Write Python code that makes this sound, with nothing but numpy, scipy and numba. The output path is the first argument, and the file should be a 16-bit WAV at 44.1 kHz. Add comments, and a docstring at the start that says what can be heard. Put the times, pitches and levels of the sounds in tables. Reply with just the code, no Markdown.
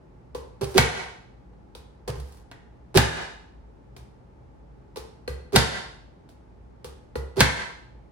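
"""A kitchen counter, where a plastic lever chopper dices onion in four strokes.
Light hollow knocks come as onion is set down and the lid touches or swings open. The lid shears
through with a stick-slip groan and clacks shut amid short dull cracks. Twice it first sticks and
scrapes. The box rings, the counter thumps and the kitchen reverberates over quiet air and an
appliance drone. A limiter ducks each loud clack and lets the tail swell back."""
import sys
import numpy as np
from scipy import signal
from scipy.fft import rfft, irfft, next_fast_len
from scipy.io import wavfile
from scipy.ndimage import uniform_filter1d
from numba import njit

SR = 44100
rng = np.random.default_rng(int(sys.argv[2]) if len(sys.argv) > 2 else 0)


def dump_mix(stems):
    """Bounce the given channels to the path in sys.argv[1] as a 16-bit WAV at rate SR."""
    frames = np.atleast_2d(stems).T  # one column per channel
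    limited = np.clip(frames, -1, 1)  # hard clip at full scale
    pcm = np.round(limited * 32767).astype(np.int16)
    wavfile.write(sys.argv[1], SR, pcm)


N = 357651

# room tone: freq_hz, level_db
AIR_EQ = [(20, -22), (36, -12), (58, 0.5), (85, -1.5), (160, -2), (250, -6.5), (400, -7.5), (630, -14),
          (1000, -19.5), (2000, -29.5), (3200, -38), (5500, -42.5), (11000, -54), (14000, -66)]
# noise bands of the appliance: centre_hz, width_hz, level_db
DRONE_BANDS = [(56.4, 13, -53.5), (122.8, 3.7, -61), (845.4, 78, -67)]
# decay of the kitchen reverb: freq_hz, t60_s
REVERB_DECAY = [(80, 0.3637), (300, .5), (1000, 0.6216), (2000, 0.5788), (4000, 0.59), (8000, 0.51),
                (15000, 0.36)]
# tone of the kitchen reverb: freq_hz, level_db
REVERB_EQ = [(50, -13.5), (120, -4), (190, -6.5), (250, -2), (380, -1), (480, -1.5), (650, -3.5), (900, -1),
             (1900, 0), (4000, -6), (8000, -4), (11000, -5.5), (12500, -18.5), (15000, -18)]
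# left-right likeness of diffuse sound: freq_hz, correlation
STEREO_LIKENESS = [(60, 0.9), (200, 0.57), (500, -0.023), (1500, -0.099), (4000, 0.054), (8000, 0.25),
                   (13000, 0.58)]
# direct sound bends round the microphone and reaches the left side later: freq_hz, lag_rad
LEFT_LAG = [(500, 0.072), (2600, 1.5), (4300, 2), (6400, 2.1), (8500, 5.4), (10300, 6.7), (12300, 9.2),
            (16500, 6.5)]

# counter under the box: pitch_hz, soft_knock_db, hard_clack_db, t60_s
COUNTER_MODES = [(68.3, 1.5, -5, 0.41), (88, -11, -5, 0.084), (115, -15, -4.5, 0.23), (142, -10, -3, 0.17),
                 (165, -16, -6, 0.053)]
# plastic lid and box: pitch_hz, level_db, t60_s
BOX_MODES = [(244, 3.5, 0.088), (320, 0, 0.023), (396, -3.5, 0.06), (456.6, -5, 0.14), (510, -2.5, 0.028),
             (780, -9.5, 0.03), (908, -4, 0.045), (1100, -5.5, 0.055), (1429, 0, 0.035),
             (1575, -2.5, 0.035), (1760, -4, 0.012), (1964, -0.5, 0.06), (2155, -6.5, 0.034),
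             (2350, -9.5, 0.035), (2580, -2, 0.033), (2875, -4.5, 0.025), (3140, -7.5, 0.028),
             (3830, -9.5, 0.015), (4260, -5, 0.04)]
# the box bottoming out on the counter: pitch_hz, level_db, t60_s
THUD_MODES = [(140.7, 0, .04)]
# blade grid: pitch_ratio, level_db, t60_s
GRID_MODES = [(.6, -11.5, .035), (.84, -2.5, .04), (1, 3.5, .05), (1.15, -5.5, 0.03), (1.45, -17, .03),
              (1.849, -9, .04), (2.1, -12, .05), (2.35, -16.5, .035), (3.6, -26, .03)]
# steel blades, pitched anew for each knock: pitch_ratio, level_db, t60_s
BLADE_MODES = [(.72, -8.5, 0.015), (.87, -3.5, .012), (1, -0.5, 0.013), (1.139, 0, .012),
               (1.33, -1.5, .012)]

# crunch of onion cells, also the tone of small clicks: freq_hz, level_db
CRUNCH_EQ = [(150, -3.5), (500, 0), (850, 5), (2000, -8.5), (4400, -7), (5500, -9.5), (7000, -15.5),
             (8500, -15.5), (11000, -16.5), (14500, -26), (16000, -26)]
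# tone of the dull cracks and of the last cells giving way: freq_hz, level_db
DULL_CRACK_EQ = [(150, -3), (400, 1.5), (1000, -2), (1700, 2), (3000, -4.5), (4500, 1), (5600, -7.5),
                 (11000, -17.5), (16000, -34.5)]
# crack of the lid on the rim: freq_hz, level_db
RIM_EQ = [(100, -13.5), (400, 0), (850, 2), (1150, -4.5), (1700, -7.5), (3500, 1), (5500, -4.5), (7300, -7),
          (9000, -12), (11200, -9.5), (13000, -17), (14800, -9.5), (16000, -21.5)]
# hollow rattle of the blade tray in the box: freq_hz, level_db
TRAY_EQ = [(200, -10.5), (600, -8.5), (850, -2.5), (1150, -11), (1550, 2), (1900, -6), (2900, -8.5),
           (5000, -19), (15000, -40.5)]
# the tray's upper resonance, which moves with how it is seated: freq_ratio, level_db
SEAT_EQ = [(.6, -30), (.87, -9.5), (1, -0.5), (1.13, -10.5), (1.6, -30), (4, -46.5)]

# light clicks of hinge and onion skin: start_s, level_db, tilt_db_per_octave
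TICK_CUES = [(0.6412, -35.5, 2.5), (1.532, -58, -6), (2.199, -49, 4), (2.322, -56, 3.5), (2.370, -59.5, 3)]
# light hollow knocks of the chopper (onion set down, lid touching or swinging open): start_s, grid_db,
# grid_hz, overtone_db_per_octave, tick_db, blades_db, blades_hz, box_db, thump_db
KNOCK_CUES = [(0.348, -28, 476.5, 3, -40, -48.5, 3500, -51.5, -38),
              (1.750, -43.5, 469, 5, -45, -47.5, 3420, -67, -42),
              (2.077, -33, 489.4, -5, -41, -50, 3700, -46, -40),
              (2.155, -44, 433, 0, -53, -62, 3700, -55.5, -24.5),
              (3.964, -52, 437, -6, -47.5, -63.5, 4200, -52, -42.5),
              (4.959, -40, 487, 10, -40, -53, 3070, -54, -54.5),
              (4.970, -32, 447, -1.5, -40.5, -43, 4070, -54, -42),
              (5.277, -28, 478, -3, -38.5, -48.5, 2750, -36, -25.5),
              (6.2895, -62, 663, -9, -55.5, -64, 3210, -71, -63),
              (6.844, -36, 475, -8, -39.5, -49.5, 3430, -53, -37),
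              (7.155, -25.5, 463, -1, -39.5, -52, 3180, -35, -23.5)]
# pushes that stick in the onion: start_s, groan_hz, groan_db, scrape_length_s, scrape_db
STALL_CUES = [(0.610, 380.5, -25, 0.13, -51), (2.076, 423, -32, .33, -61)]
# short dull cracks just before and after the lid clacks shut: start_s, level_db
DULL_CRACK_CUES = [(0.7730, -26.5), (0.7844, -17.5), (0.7895, -17.5), (0.7965, -21), (2.9606, -25.5),
                   (2.9820, -13.5), (5.5540, -28), (5.5629, -6.5), (5.5830, -25.5), (7.3930, -29),
                   (7.4006, -27), (7.4108, -10.5)]
# full strokes: shut_s, travel_s, groan_hz, groan_db, load_db, clack_db, rattle_relative_db, seat_hz
CHOP_CUES = [(0.7795, 0.031, 378.7, -16, -26.5, 1, -10, 2230),
             (2.9732, 0.024, 382, -12.5, -7, 3, -9.5, 1677),
             (5.5602, .0320, 393.7, -21.5, -24, 0.5, -13, 1760),
             (7.4054, .0400, 389.5, -25.5, -23, -1, -7.5, 2080)]


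def undb(db):
    """Decibels to gain."""
    return 10 ** (np.asarray(db) / 20)


def curve_at(points, hz):
    """A curve's value at these frequencies, on a log axis."""
    freqs, values = np.transpose(points)
    return np.interp(np.log(np.maximum(hz, 1)), np.log(freqs), values)


def clock(seconds):
    """Sample times of a short sound."""
    return np.arange(int(seconds * SR)) / SR


def fade(t, t60):
    """Exponential decay, 60 dB down after t60."""
    return np.exp(-np.log(1000) * t / t60)


def hit(x, db):
    """Scale a one-shot to the energy of 10 ms at this level."""
    return x * undb(db) / np.sqrt(np.mean(np.sum(x ** 2, axis=-1)) / (SR / 100))


def pan(x, db):
    """Place a sound by its left minus right level."""
    return x * undb(np.array([[db], [-db]]) / 2)


def add(track, start_s, x):
    """Mix a sound into the track."""
    i = int(start_s * SR)
    track[:, i:i + x.shape[-1]] += x[..., :N - i]


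def eq(x, points, tilt_db=0):
    """Minimum-phase EQ, tilted by tilt_db per octave above 500 Hz."""
    n = next_fast_len(x.shape[-1] // 2 + 1024) * 2
    hz = np.fft.rfftfreq(n, 1 / SR)
    gain_db = curve_at(points, hz) + tilt_db * np.log2(np.maximum(hz, 500) / 2000)
    cepstrum = irfft(np.log(undb(gain_db)))
    cepstrum[1:n // 2] *= 2  # folded, so nothing rings ahead of an attack
    cepstrum[n // 2 + 1:] = 0
    return irfft(rfft(x, n) * np.exp(rfft(cepstrum)))[..., :x.shape[-1]]


def whiten(x):
    """Flatten a burst's spectrum, so no chance pitch sticks out."""
    spectrum = rfft(x)
    flat = irfft(spectrum / (np.abs(spectrum) + 1e-9), x.shape[-1])
    return flat * x.std() / flat.std()


def direct(x):
    """Sound straight from the chopper, arriving later on the left."""
    lag = curve_at(LEFT_LAG, np.fft.rfftfreq(len(x), 1 / SR))
    return np.array([irfft(rfft(x) * np.exp(-1j * lag), len(x)), x])


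def diffuse(size):
    """Stereo white noise: near mono in the bass, wide in the mids."""
    n = next_fast_len(size, True)
    mid, side = rfft(rng.standard_normal((2, n)))
    likeness = np.clip(curve_at(STEREO_LIKENESS, np.fft.rfftfreq(n, 1 / SR)), -1, 1)
    mid, side = mid * np.sqrt((1 + likeness) / 2), side * np.sqrt((1 - likeness) / 2)
    return irfft(np.array([mid + side, mid - side]), n)[:, :size]


def ring(modes, push_s, spread=0, sharp=0, relax_s=0.0048):
    """Struck modes swell over the push; sharp starts them high to sag, spread widens them by phase."""
    t, out = clock(.6), 0
    bent_time = t + sharp * relax_s * (1 - np.exp(-t / relax_s))
    for k, (hz, db, t60) in enumerate(modes):
        phase = (-1) ** k * spread * np.array([[1], [-1]]) + k * np.pi
        out = out + undb(db) / np.sqrt(t60) * fade(t, t60) * np.sin(2 * np.pi * hz * bent_time + phase)
    return out * (1 - np.exp(-t / push_s))


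def crack(spectrum, t60, tilt_db, chatter_db, chatter_t60, rise_s=0.00028):
    """A hard contact: a noise burst for its dense modes, then weaker chatter of loose parts."""
    t = clock(.2)
    attack = 1 - np.exp(-t / rise_s)
    burst = whiten(rng.standard_normal(len(t)) * fade(t, t60) * attack)
    contact = direct(burst) * (t < t[-1] / 2)
    chatter = diffuse(len(t)) * undb(chatter_db) * fade(t, chatter_t60) * attack
    return eq(contact + chatter, spectrum, tilt_db)


def room_tone(air_db=-52.5):
    """The bed: quiet air and the low drone of an appliance."""
    air = eq(diffuse(N), AIR_EQ)
    out = air / air.std() * undb(air_db)
    for hz, width_hz, db in DRONE_BANDS:
        band = signal.butter(2, [hz - width_hz / 2, hz + width_hz / 2], "band", fs=SR, output="sos")
        drone = signal.sosfilt(band, diffuse(N))
        out += drone / drone.std() * undb(db)
    return out


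def kitchen_reverb(dry, wet_db=-1, build_s=0.00087):
    """Hard walls and cupboards: a diffuse tail that lasts longest in the mids."""
    t = clock(0.98)
    noise, hz = rfft(diffuse(len(t))), np.fft.rfftfreq(len(t), 1 / SR)
    centres, t60s = np.transpose(REVERB_DECAY)
    bands = [irfft(noise * curve_at(np.c_[centres, share], hz), len(t)) for share in np.eye(len(t60s))]
    tail = sum(band * fade(t, t60) for band, t60 in zip(bands, t60s)) * (1 - np.exp(-t / build_s))
    tail = eq(tail / np.sqrt(np.sum(tail ** 2) / 2), REVERB_EQ)
    return undb(wet_db) * signal.fftconvolve(dry, tail, axes=1)[:, :N]


def tick(db, tilt_db=0.0):
    """One small dry click."""
    return hit(crack(CRUNCH_EQ, t60=0.05, tilt_db=tilt_db, chatter_db=-24, chatter_t60=0.17), db)


def ticks():
    """The hinge clicks as the lid swings, and the skin as it splits."""
    out = np.zeros((2, N))
    for start_s, db, tilt_db in TICK_CUES:
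        add(out, start_s, tick(db, tilt_db))
    return out


def knocks(scatter_db=5.5):
    """Light hollow knocks: a tick, blades and box ring, the grid's note sags, the counter hums."""
    out = np.zeros((2, N))
    counter = [(hz, soft_db, t60) for hz, soft_db, _, t60 in COUNTER_MODES]
    for (start_s, grid_db, grid_hz, overtone_db, tick_db,
         blades_db, blades_hz, box_db, thump_db) in KNOCK_CUES:
        grid = [(grid_hz * ratio, db + overtone_db * np.log2(max(ratio, 1)), t60)
                for ratio, db, t60 in GRID_MODES]
        blades = [(blades_hz * ratio, db, t60) for ratio, db, t60 in BLADE_MODES]
        # each light contact favours other box modes, mostly high ones; the hand damps them
        scatter = scatter_db * rng.standard_normal(len(BOX_MODES))
        box = [(hz, db + chance + 1.7 * np.log2(hz / 2000), t60 * 0.65)
               for (hz, db, t60), chance in zip(BOX_MODES, scatter)]
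        touch = crack(CRUNCH_EQ, t60=.018, tilt_db=1.97, chatter_db=-13.5, chatter_t60=.22, rise_s=.002)
        add(out, start_s, hit(touch, tick_db - .5))
        add(out, start_s, hit(ring(blades, push_s=.0009, spread=1.0), blades_db))
        add(out, start_s, hit(ring(box, push_s=0.00065, spread=0.94), box_db))
        add(out, start_s + 0.00012, hit(ring(grid, push_s=0.0056, spread=0.75, sharp=0.048), grid_db))
        add(out, start_s + 0.0098, hit(ring(counter, push_s=0.011), thump_db))
    return out


def crunch(size, grain_db=4):
    """Bursting cells: millisecond grains of very uneven level, rms 1."""
    grains = undb(grain_db * np.repeat(rng.standard_normal(size), 40)[:size])
    cells = eq(diffuse(size) * grains, CRUNCH_EQ)
    return cells / cells.std()


def scrape(length_s, db):
    """Moist skin drags on the blades: a soft, bright rustle."""
    t = clock(length_s)
    skin = signal.lfilter([1, -.6], [1], crunch(len(t), grain_db=3.0))  # treble lift
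    return skin / skin.std() * np.sqrt(np.sin(np.pi * t / length_s)) * undb(db)


def shear(length_s, groan_hz, groan_db, load_db, waver=0.078, release_t60=0.039):
    """Onion sticks and slips on the blades, so the lid groans while the cells crunch."""
    out, t = np.zeros((2, SR)), clock(.15)
    jitter = uniform_filter1d(rng.standard_normal((2, len(t))), size=96)
    slip, grip = jitter / jitter.std()
    phase = 2 * np.pi * np.cumsum(groan_hz * (1 + waver * slip)) / SR + np.array([[.45], [-.45]])
    swell = (1 - np.exp(-t / 0.0086)) * undb(3.3 * grip)
    release = fade(np.maximum(t - length_s + 0.0067, 0), release_t60)
    groan = (np.sin(phase) + 0.14 * np.sin(2 * phase)) * swell * release
    add(out, 0, pan(groan, -5.0) * np.sqrt(2) * undb(groan_db))
    # a heavier load crunches louder and bends the counter more
    bite = (1 - np.exp(-t / 0.0012)) * fade(np.maximum(t - length_s, 0), t60=0.013)
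    add(out, 0, crunch(len(t)) * bite * undb(-22 + .6 * load_db))
    counter = [(hz, hard_db, t60) for hz, _, hard_db, t60 in COUNTER_MODES]
    add(out, length_s / 4, hit(ring(counter, push_s=0.0057), load_db))
    return out


def give_way(swell_s, db=-24):
    """The last cells collapse in a quick swell of noise."""
    t = clock(.06)
    swell = np.minimum(t / swell_s, 1) ** 1.3 * fade(np.maximum(t - swell_s, 0), t60=0.02)
    cells = eq(diffuse(len(t)), DULL_CRACK_EQ, tilt_db=-1.0)
    return cells / cells.std() * swell * undb(db)


def dull_cracks(box_relative_db=-16):
    """Short dull cracks just before and after the lid clacks shut, each ringing the box."""
    out = np.zeros((2, N))
    for start_s, db in DULL_CRACK_CUES:
        pop = crack(DULL_CRACK_EQ, t60=.022, tilt_db=1, chatter_db=-18.5, chatter_t60=.22, rise_s=.00055)
        add(out, start_s, hit(pop, db))
        add(out, start_s, hit(ring(BOX_MODES, push_s=.001, spread=.5), db + box_relative_db))
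    return out


def clack(db, rattle_db, seat_hz, tilt_db=-0.15, thump_db=-5, box_tilt_db=-0.2):
    """The lid cracks on the rim: the tray rattles, the box rings and thuds, the counter thumps."""
    out = np.zeros((2, SR))
    scatter_db = 2 * rng.standard_normal(len(BOX_MODES))
    box = [(hz, mode_db + chance + box_tilt_db * np.log2(hz / 1000), t60)
           for (hz, mode_db, t60), chance in zip(BOX_MODES, scatter_db)]
    # the pressing hand damps the counter
    counter = [(hz, hard_db, t60 * 0.66) for hz, _, hard_db, t60 in COUNTER_MODES]
    seat_eq = [(seat_hz * ratio, band_db) for ratio, band_db in SEAT_EQ]
    rim = crack(RIM_EQ, t60=0.01, tilt_db=tilt_db, chatter_db=-19.5, chatter_t60=0.15)
    dull_rim = crack(RIM_EQ, t60=0.019, tilt_db=tilt_db - 3.5, chatter_db=-15.5, chatter_t60=0.16)
    tray = crack(TRAY_EQ, t60=0.041, tilt_db=-2.0, chatter_db=-15.5, chatter_t60=.17)
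    seat = crack(seat_eq, t60=0.019, tilt_db=-1, chatter_db=-12, chatter_t60=0.34)
    thud = ring(THUD_MODES, push_s=0.0014, spread=0.13, sharp=0.98, relax_s=0.0055)
    add(out, 0, hit(rim, db - 6.5))
    add(out, .003, hit(dull_rim, db - 9.0))  # the rest of the rim lands a moment later
    add(out, .002, hit(tray, db + rattle_db + 0.5))
    add(out, .002, hit(seat, db + rattle_db - 5.0))
    add(out, 0, hit(ring(box, push_s=0.004, spread=0.4), db - 11.5))
    add(out, .002, hit(thud, db + thump_db - 4.5))
    add(out, 0, hit(ring(counter, push_s=0.005, spread=0.17), db + thump_db - 1.5))
    return out


def stalls(bite_s=.029, let_go_s=2.514):
    """Pushes too weak to cut: the lid bites, then creeps on scraping; once it is let go and clacks."""
    out = np.zeros((2, N))
    for start_s, groan_hz, groan_db, scrape_s, scrape_db in STALL_CUES:
        add(out, start_s + .002, tick(db=-42, tilt_db=2.5))
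        add(out, start_s, shear(bite_s, groan_hz, groan_db, load_db=-25, waver=0.12, release_t60=0.029))
        add(out, start_s + bite_s, scrape(scrape_s, scrape_db))
    light_clack = clack(db=-41, rattle_db=-5.5, seat_hz=1900, tilt_db=-2, thump_db=-21.5, box_tilt_db=1.5)
    add(out, let_go_s, light_clack)
    return out


def chops(touch_lead_s=0.0055, touch_relative_db=-23.5, swell_s=0.016):
    """Full strokes: the lid ticks on the skin and shears in, the piece gives way, the lid clacks shut."""
    out = np.zeros((2, N))
    for shut_s, travel_s, groan_hz, groan_db, load_db, clack_db, rattle_db, seat_hz in CHOP_CUES:
        add(out, shut_s - travel_s - touch_lead_s, tick(groan_db + touch_relative_db))
        add(out, shut_s - travel_s, shear(travel_s, groan_hz, groan_db, load_db))
        add(out, shut_s - swell_s, give_way(swell_s))
        add(out, shut_s, clack(clack_db, rattle_db, seat_hz))
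    return out


def scene():
    """The chopper, slightly to the right, with its reverb over the room tone."""
    chopper = pan(knocks() + stalls() + chops() + dull_cracks() + ticks(), -0.69)
    return chopper + kitchen_reverb(chopper) + room_tone()


@njit
def duck(over_db, hold_samples, release_db_per_sample):
    """Gain reduction in dB: instant attack, a hold, then a steady release."""
    out, cut_db, wait = np.empty(len(over_db)), 0., 0.
    for i in range(len(over_db)):
        wait -= 1
        if over_db[i] > cut_db:
            cut_db, wait = over_db[i], hold_samples
        elif wait < 0:
            cut_db = max(cut_db - release_db_per_sample, 0.)
        out[i] = cut_db
    return out


def record(dry, limit_db=-8.0, hold_s=0.14, release_db_per_s=95, top_hz=16400):
    """A limiter ducks the clacks and recovers in their tails; then soft clipping and a high cut."""
    power = uniform_filter1d(np.mean(dry ** 2, axis=0), size=130)
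    over_db = 10 * np.log10(np.abs(power) + 1e-12) - limit_db
    cut_db = uniform_filter1d(duck(over_db, float(hold_s * SR), release_db_per_s / SR), size=48)
    high_cut = signal.ellip(8, .2, 70, top_hz, fs=SR, output="sos")
    return signal.sosfilt(high_cut, np.tanh(dry * undb(-cut_db)))


dry = scene()
out = record(dry)
dump_mix(out)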